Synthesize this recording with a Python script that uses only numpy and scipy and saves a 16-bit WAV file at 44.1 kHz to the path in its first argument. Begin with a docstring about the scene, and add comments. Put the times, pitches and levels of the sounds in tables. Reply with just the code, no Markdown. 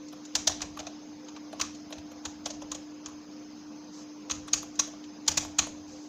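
"""Fingers type on a plastic computer keyboard on a desk in a small quiet room, close to a laptop microphone.
Each key is a gritty burst of noise ringing cap, case and tray as it bottoms out, and again, with a stem tick,
on its way up. A hand brushes the caps (shaped hiss), the desk thumps (filtered pushes) and the walls answer
(fading noise echoes). The laptop fan hisses with shaped noise and sings steady blade tones (wavering sines)."""
import sys
import numpy as np
from scipy import signal
from scipy.fft import rfft, irfft, next_fast_len
from scipy.io import wavfile
from scipy.ndimage import uniform_filter1d, minimum_filter1d, map_coordinates

SR = 44100
rng = np.random.default_rng(int(sys.argv[2]) if len(sys.argv) > 2 else 0)


def nominal_scale(level):
    """Amplitude ratio for a level in decibels (scalar or array-like)."""
    x = np.asarray(level, float) / 20
    return 10 ** x


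def unload_wav(signal):
    """Save mono or channel-first audio to the path in sys.argv[1] as 16-bit WAV at rate SR, clipped to [-1, 1]."""
    wavfile.write(
        sys.argv[1],
        SR,
        np.round(np.clip(np.atleast_2d(signal).T, -1, 1) * 32767).astype(np.int16),
    )


N = 268128  # length of the scene in samples

SLIDE_S = 0.0048  # each key burst starts this long before its listed time, as the stem begins to move


def unit(x):
    """Scales a signal to rms 1."""
    return x / np.sqrt(np.mean(x ** 2) + 1e-20)


def along(points, hz):
    """Reads a curve of (Hz, value) points on a log frequency axis."""
    f, v = np.transpose(points)
    return np.interp(np.log(hz + 1), np.log(f + 1), v)


def wobble(rate):
    """A smooth random curve with rate knots a second."""
    knots = rng.standard_normal(int(N * rate / SR) + 4)
    return map_coordinates(knots, [np.arange(N) * rate / SR])


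def filtered(x, response):
    """Filters x by a response of frequency, scaled so that white noise keeps its rms."""
    n = x.shape[-1]
    m = next_fast_len(n + 4096)
    gain = response(np.fft.rfftfreq(m, 1 / SR))
    gain = gain / np.sqrt(np.mean(np.abs(gain) ** 2))
    return irfft(rfft(x, m) * gain, m)[..., :n]


def body(modes):
    """The response of a solid part: a sum of resonances (Hz, width Hz, dB) with alternating signs."""
    def response(f):
        total = 0
        for k, (center, width, db) in enumerate(modes):
            ring = 1j * f * width / (center * center - f * f + 1j * f * width)
            total = total + (-1) ** k * nominal_scale(db) * ring
        return total
    return response


def add(track, s, sound):
    """Mixes a sound into a track at time s in seconds."""
    at = max(round(s * SR), 0)
    track[..., at:at + sound.shape[-1]] += sound


def whine():
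    """Narrow hissing whistles in the fan's air: noise passed twice through one resonance each."""
    # Each row: pitch in Hz, width of one pass in Hz, level in dB.
    whistles = [(4950, 50, -70.5), (5190, 70, -69), (6250, 70, -70.5), (6300, 40, -78), (6520, 50, -75)]
    total = 0
    for center, width, db in whistles:
        ring = body([(center, width, 0)])
        hiss = filtered(rng.standard_normal(N), lambda hz: ring(hz) ** 2)
        total = total + nominal_scale(db) * unit(hiss)
    return total


def fan():
    """The laptop fan: faintly patchy air noise, blade tones that waver in level, and whistles."""
    # Colour of the air noise. Each row: frequency in Hz, relative level in dB.
    air_colour = [(25, -44.5), (60, -38.5), (95, -28.5), (124, -33), (230, -19.5), (330, -28), (600, -30),
                  (950, -31), (1400, -36.5), (1900, -40), (2600, -39.5), (3500, -41), (4900, -37.5),
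                  (5150, -35), (5400, -37), (5750, -38), (6400, -33), (7000, -45), (7600, -57), (8500, -66),
                  (13500, -69.5), (15000, -56.5), (16000, -64)]
    # Blade tones. Each row: pitch in Hz, middle level in dB, waver of the level in dB.
    blade_tones = [(299.85, -47, 0.95), (515.3, -65.5, 4.5), (687, -68.5, -2)]
    z = signal.stft(rng.standard_normal(N), nperseg=512)[2]
    patches = uniform_filter1d(rng.standard_normal(z.shape), size=8, axis=0)  # across frequency
    patches = uniform_filter1d(patches, size=16, axis=1)  # across time
    noise = signal.istft(z * nominal_scale(0.6 * unit(patches)), nperseg=512)[1][:N]
    air = nominal_scale(-51.5) * unit(filtered(noise, lambda hz: nominal_scale(along(air_colour, hz))))

    t = np.arange(N) / SR
    drift = 2 * np.pi * np.cumsum(0.001 * wobble(3.03)) / SR  # the speed is not quite steady
    turns = 2 * np.pi * t + drift
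    tones = 0
    for hz, db, waver_db in blade_tones:
        level = np.sqrt(2) * nominal_scale(db + waver_db * wobble(17))
        tones = tones + level * np.sin(hz * turns)
    return air + tones + whine()


def room(x):
    """The walls answer after a gap in uneven echoes that swell and die: fading noise, redrawn 8 times a second."""
    # How fast the walls' echoes fade. Each row: frequency in Hz, time to fall by 60 dB in seconds.
    fade_times = [(80, 0.53), (800, 0.1), (2100, 0.42), (5500, 0.35), (9000, 0.3), (15000, 0.21)]
    # Colour of the whole answer. Each row: frequency in Hz, relative level in dB.
    wall_colour = [(100, 16.5), (1000, -1), (6500, -2), (9500, -5), (10300, -5), (13500, -4.5), (15000, -1)]
    out = np.zeros(N + 2 * SR)
    hop = SR // 8
    for at in range(0, N, hop):
        hz, t, z = signal.stft(rng.standard_normal(SR), SR, nperseg=128)
        near = 1.5 * np.exp(-t / 0.02)  # desk and screen
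        uneven = nominal_scale(1.3 * rng.standard_normal(len(t)))
        walls = nominal_scale(-60 * t / along(fade_times, hz)[:, None]) * uneven
        beyond = nominal_scale(-41.0 - 60 * t / 2.2)  # a faint slow return from the house around
        swell = np.clip((t - 0.018) / 0.022, 0, 1)  # silent for 18 ms, full at 40 ms
        far = swell * (walls + beyond)
        colour = nominal_scale(along(wall_colour, hz))[:, None]
        tail = signal.istft(z * (near + far) * colour, SR, nperseg=128)[1]
        tail = tail / np.linalg.norm(tail)
        add(out, at / SR, signal.fftconvolve(x[at:at + hop], tail))
    return out[:N]


def desk():
    """Soft pushes of fingers and wrists reach the microphone through the desk top, which shudders on."""
    # Each row: start in seconds, strength of the push in dB.
    thumps = [(0.359, -58), (0.472, -49), (0.626, -53.5), (0.702, -62.5), (0.79, -58.5), (1.605, -57),
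              (1.972, -57), (2.259, -54.5), (2.461, -59), (2.549, -57), (2.714, -64), (3.062, -63),
              (4.31, -54), (4.37, -52), (4.544, -56), (4.95, -68), (5.288, -48.5), (5.371, -48.5),
              (5.447, -64), (5.587, -50.5), (5.649, -57), (5.687, -67.5)]
    # Resonances of the desk top. Each row: pitch in Hz, width in Hz, relative level in dB.
    desk_modes = [(47, 22, -17), (64.6, 22, -1), (89.2, 8.2, 4.5), (192, 115, -4.5)]
    pushes = np.zeros(N + SR)
    t = np.arange(SR // 2) / SR
    u = t / 0.002
    push = u * (2 - u) * np.exp(-u)  # a short press and its rebound
    for s, db in thumps:
        shudder = 0.74 * nominal_scale(-60 * t / 1.2) * rng.standard_normal(len(t))
        add(pushes, s, nominal_scale(db) * (push + shudder))
    ring = body(desk_modes)
    return filtered(pushes, lambda hz: ring(hz) / (1 + (hz / 350) ** 4))[:N]


def brushes():
    """A hand brushes the key caps: skin on plastic, a grainy hiss that starts fast, holds and fades."""
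    # Each row: start in seconds, length in seconds up to the fade, level in dB.
    strokes = [(3.921, 0.083, -53.5), (5.866, 0.23, -59)]
    # Colour of the hiss. Each row: frequency in Hz, relative level in dB.
    hiss_colour = [(2000, -36), (4000, -10.5), (6500, -3), (7600, -15), (9000, -36), (12000, -39.5),
                   (15000, -37)]
    rise_s, fade_s = 0.025, 0.05
    t = np.arange(N) / SR
    stroke = 0
    for s, length, db in strokes:
        corners = [s, s + rise_s, s + length, s + length + fade_s]
        stroke = stroke + nominal_scale(db) * np.interp(t, corners, [0, 1, 1, 0])
    hiss = unit(filtered(rng.standard_normal(N), lambda hz: nominal_scale(along(hiss_colour, hz))))
    grain = nominal_scale(1.5 * wobble(60))
    return stroke * grain * hiss


def contact(db, length_ms, rise_ms=2.5, grit_db=3.0):
    """A loose key chatters in its guide: row 0 is the gritty burst, row 1 one pulse of its energy for the room."""
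    ms = np.arange(SR // 20) / SR * 1000

    def swell(late):
        return (1 - np.exp(-(late / rise_ms) ** 3)) * np.exp(-(late / length_ms) ** 1.77)

    motion = 0.22 * swell(ms) + swell(np.maximum(ms - 2.8, 0))  # the stem slides softly before it strikes
    grit = nominal_scale(grit_db * unit(uniform_filter1d(rng.standard_normal(len(ms)), size=30)))
    burst = nominal_scale(db) * motion * unit(grit * rng.standard_normal(len(ms)))
    pulse = np.linalg.norm(burst) * (np.arange(len(ms)) == np.argmax(motion))
    return np.array([burst, pulse])


def rung(burst, modes, top_hz, order):
    """A burst rings resonances whose strengths vary a little from stroke to stroke, falling off above top_hz."""
    own = [(center, width, db + 1.5 * rng.standard_normal()) for center, width, db in modes]
    ring = body(own)
    return filtered(burst, lambda hz: ring(hz) / (1 + (hz / top_hz) ** order))


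def cap(burst):
    """The clack of the key cap, a small bright plastic shell."""
    # Each row: pitch in Hz, width in Hz, relative level in dB before the scatter between strokes.
    cap_modes = [(4620, 640, -1.5), (5897, 580, 5), (6605, 650, 10), (7026, 1440, 2)]
    return rung(burst, cap_modes, top_hz=7600, order=14)  # the microphone port falls off above its peak


def case(burst):
    """The keyboard case, which rings lower than the cap."""
    # Each row: pitch in Hz, width in Hz, relative level in dB before the scatter between strokes.
    case_modes = [(1684, 430, -7.5), (2500, 274, 0.5), (3220, 910, -1), (4134, 460, 1.5)]
    return rung(burst, case_modes, top_hz=6500, order=12)


def knock(db, hz):
    """The tray rings most in the modes nearest to hz, which depends on where the key sits."""
    # Each row: pitch in Hz, width in Hz, relative level in dB for a key right at that pitch.
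    tray_modes = [(615, 168, 4.34), (721, 134, 6.7), (860, 256, 1.4), (1120, 119, 7.3), (1370, 310, 1.9)]
    modes = []
    for center, width, mode_db in tray_modes:
        octaves_away = abs(np.log2(center / hz))
        modes.append((center, width, mode_db - 12 * octaves_away))
    chatter, blow = contact(db, length_ms=11.98)
    ring = body(modes)
    return filtered(np.array([0.58 * chatter + 0.54 * blow, blow]), lambda f: ring(f) / (1 + (f / 3000) ** 4))


def stem_tick(db):
    """The stem ticks at its stop: a burst passed twice through one high resonance."""
    pitch_hz = 11070 * (1 + 0.08 * rng.standard_normal())  # a little different at every release
    ring = body([(pitch_hz, 3300, 0)])
    return filtered(contact(db, length_ms=10.4), lambda f: ring(f) ** 2)


def presses():
    """Keys hitting bottom shake cap, case and tray, with a thin treble edge on each blow."""
    # Each row: time in seconds, cap clack in dB, tray knock in dB over the clack, knock pitch in Hz,
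    # treble in dB over the clack.
    blows = [(0.0827, -48.5, -29, 689, -39), (0.2513, -43, -21, 452, -23), (0.3524, -19, -14.5, 965, -18.5),
             (0.4728, -16, -14, 707, -17.5), (0.6053, -45.5, 3.5, 1100, -14), (0.618, -30, -9.5, 730, -18),
             (0.7904, -41.5, 0.5, 756, -20), (0.7986, -43, 3.5, 760, -15), (0.8669, -39.5, -1.5, 706, -24),
             (1.284, -47, -0.5, 1140, -38), (1.3624, -51, 5, 1010, -41), (1.5972, -34.5, 0, 1120, -13),
             (1.6119, -24.5, -8, 1100, -16.5), (1.7474, -49.5, -10, 511, -19.5),
             (1.925, -42.5, 3, 598, -19), (1.9824, -53, 5, 525, -13.5), (2.252, -31.5, -4.5, 860, -20.5),
             (2.458, -30.5, -6, 694, -21.5), (2.5035, -35.5, -9.5, 579, -29),
             (2.716, -36.5, -0.5, 1044, -14), (2.7471, -36, -11, 458, -20.5),
             (3.0596, -40, -4.5, 1040, -25), (4.2983, -34.5, -2.5, 1120, -23),
             (4.3096, -25, -13.5, 1140, -20), (4.4822, -47.5, 2, 1170, -24),
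             (4.5327, -18.5, -16.5, 1010, -17), (4.755, -48, -14, 616, -20),
             (4.793, -18, -15.5, 1070, -19.5), (5.04, -52.5, 1, 525, -27.5), (5.263, -50.5, -1, 800, -25),
             (5.2789, -16.5, -15, 905, -15.5), (5.3145, -33.5, -17, 791, -19),
             (5.3733, -19.5, -15, 804, -15), (5.5865, -16.5, -10.5, 1100, -17.5)]
    # Colour of the thin treble. Each row: frequency in Hz, relative level in dB.
    edge_colour = [(6000, -25), (8000, -20), (9300, -22.5), (10000, -30.5), (11500, -29.5), (13700, -40.5),
                   (14700, -23), (15500, -33), (16500, -35)]
    edge, air = np.zeros((2, 2, N + SR))
    for s, db, tray_db, tray_hz, edge_db in blows:
        start = s - SLIDE_S
        case_db = db - 1 + 0.51 * tray_db  # a stronger tray knock brings more case
        add(air, start, cap(contact(db, length_ms=11)))
        add(air, start, case(contact(case_db, length_ms=11)))
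        add(edge, start, contact(db + edge_db, length_ms=12))
        add(air, start, knock(db + tray_db, tray_hz))
    return air + filtered(edge, lambda hz: nominal_scale(along(edge_colour, hz)))


def releases():
    """Keys springing back to their stops tick at the stem and shake cap, case and tray again."""
    # Each row: time in seconds, stem tick in dB, cap clack in dB, tray knock in dB, knock pitch in Hz.
    returns = [(0.1266, -59.5, -56, -44, 770), (0.4944, -58, -36, -37, 930), (0.6344, -76, -69.5, -42, 595),
               (0.7716, -57, -49.5, -38, 1120), (1.5279, -59.5, -51, -38.5, 690),
               (1.9046, -59, -61, -45.5, 581), (2.1161, -64.5, -56, -50, 640),
               (2.4744, -60, -66, -46.5, 598), (2.6184, -65, -48, -39.5, 568),
               (3.0844, -66.5, -62, -48.5, 810), (4.4772, -53.5, -49.5, -46, 1130),
               (4.6274, -56, -57.5, -40.5, 745), (4.8744, -66, -60.5, -44, 646),
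               (4.9324, -86, -81.5, -50, 689), (5.4274, -63, -42.5, -45, 678),
               (5.4475, -57, -51, -38.5, 734), (5.668, -55, -48.5, -41.5, 552)]
    air = np.zeros((2, N + SR))
    for s, stem_db, cap_db, tray_db, tray_hz in returns:
        start = s - SLIDE_S
        add(air, start, stem_tick(stem_db))
        add(air, start, cap(contact(cap_db, length_ms=11)))
        add(air, start, case(contact(tray_db - 10, length_ms=9.5)))
        add(air, start, knock(tray_db, tray_hz))
    return air


def keys():
    """All key contacts: row 0 is heard directly, row 1 holds the pulses that drive the room."""
    return (presses() + releases())[:, :N]


def scene():
    """Keys, their echo, a brushing hand, the desk and the fan, in one channel."""
    direct, pulses = keys()
    echo = nominal_scale(-7) * room(pulses)
    return (direct + echo + brushes() + desk() + fan())[None]


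def suppressed(x, share, least):
    """A noise suppressor takes a share of the steady background from each band, leaving dark drifting patches."""
    z = signal.stft(x, nperseg=512, noverlap=384)[2]
    power = uniform_filter1d(np.abs(z) ** 2, size=9, axis=1)  # smooth over time
    power = uniform_filter1d(power, size=3, axis=0)  # smooth over frequency
    steady = signal.medfilt(np.median(power, axis=1), kernel_size=9)[:, None]
    kept = 1 - share * steady / (np.abs(power) + 1e-20)
    gain = np.sqrt(np.clip(kept, least, 1))
    return signal.istft(z * gain, nperseg=512, noverlap=384)[1][:N]


def limited(x, top):
    """A fast limiter turns the gain down just ahead of peaks above top."""
    needed = np.minimum(1, top / (np.abs(x) + 1e-9))
    lowest = minimum_filter1d(needed, size=133)  # 3 ms around each sample
    return x * uniform_filter1d(lowest, size=133)


def band_limit(x):
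    """A steep low-pass at the top of the band."""
    return signal.sosfilt(signal.butter(12, 16640, fs=SR, output="sos"), x)


def record(dry):
    """The microphone limits the band, then a noise suppressor and a limiter follow."""
    # The microphone's response. Each row: frequency in Hz, relative gain in dB.
    microphone = [(20, 2), (60, 1.5), (15500, 0.5), (15800, -23), (16600, -37)]
    m = next_fast_len(N + 4096)
    response = nominal_scale(along(microphone, np.fft.rfftfreq(m, 1 / SR)))
    heard = irfft(rfft(dry[0], m) * response, m)[:N]
    clean = suppressed(heard, share=0.33, least=0.1)
    mix = limited(clean, top=0.39)
    return band_limit(mix[None])


dry = scene()
out = record(dry)
unload_wav(out)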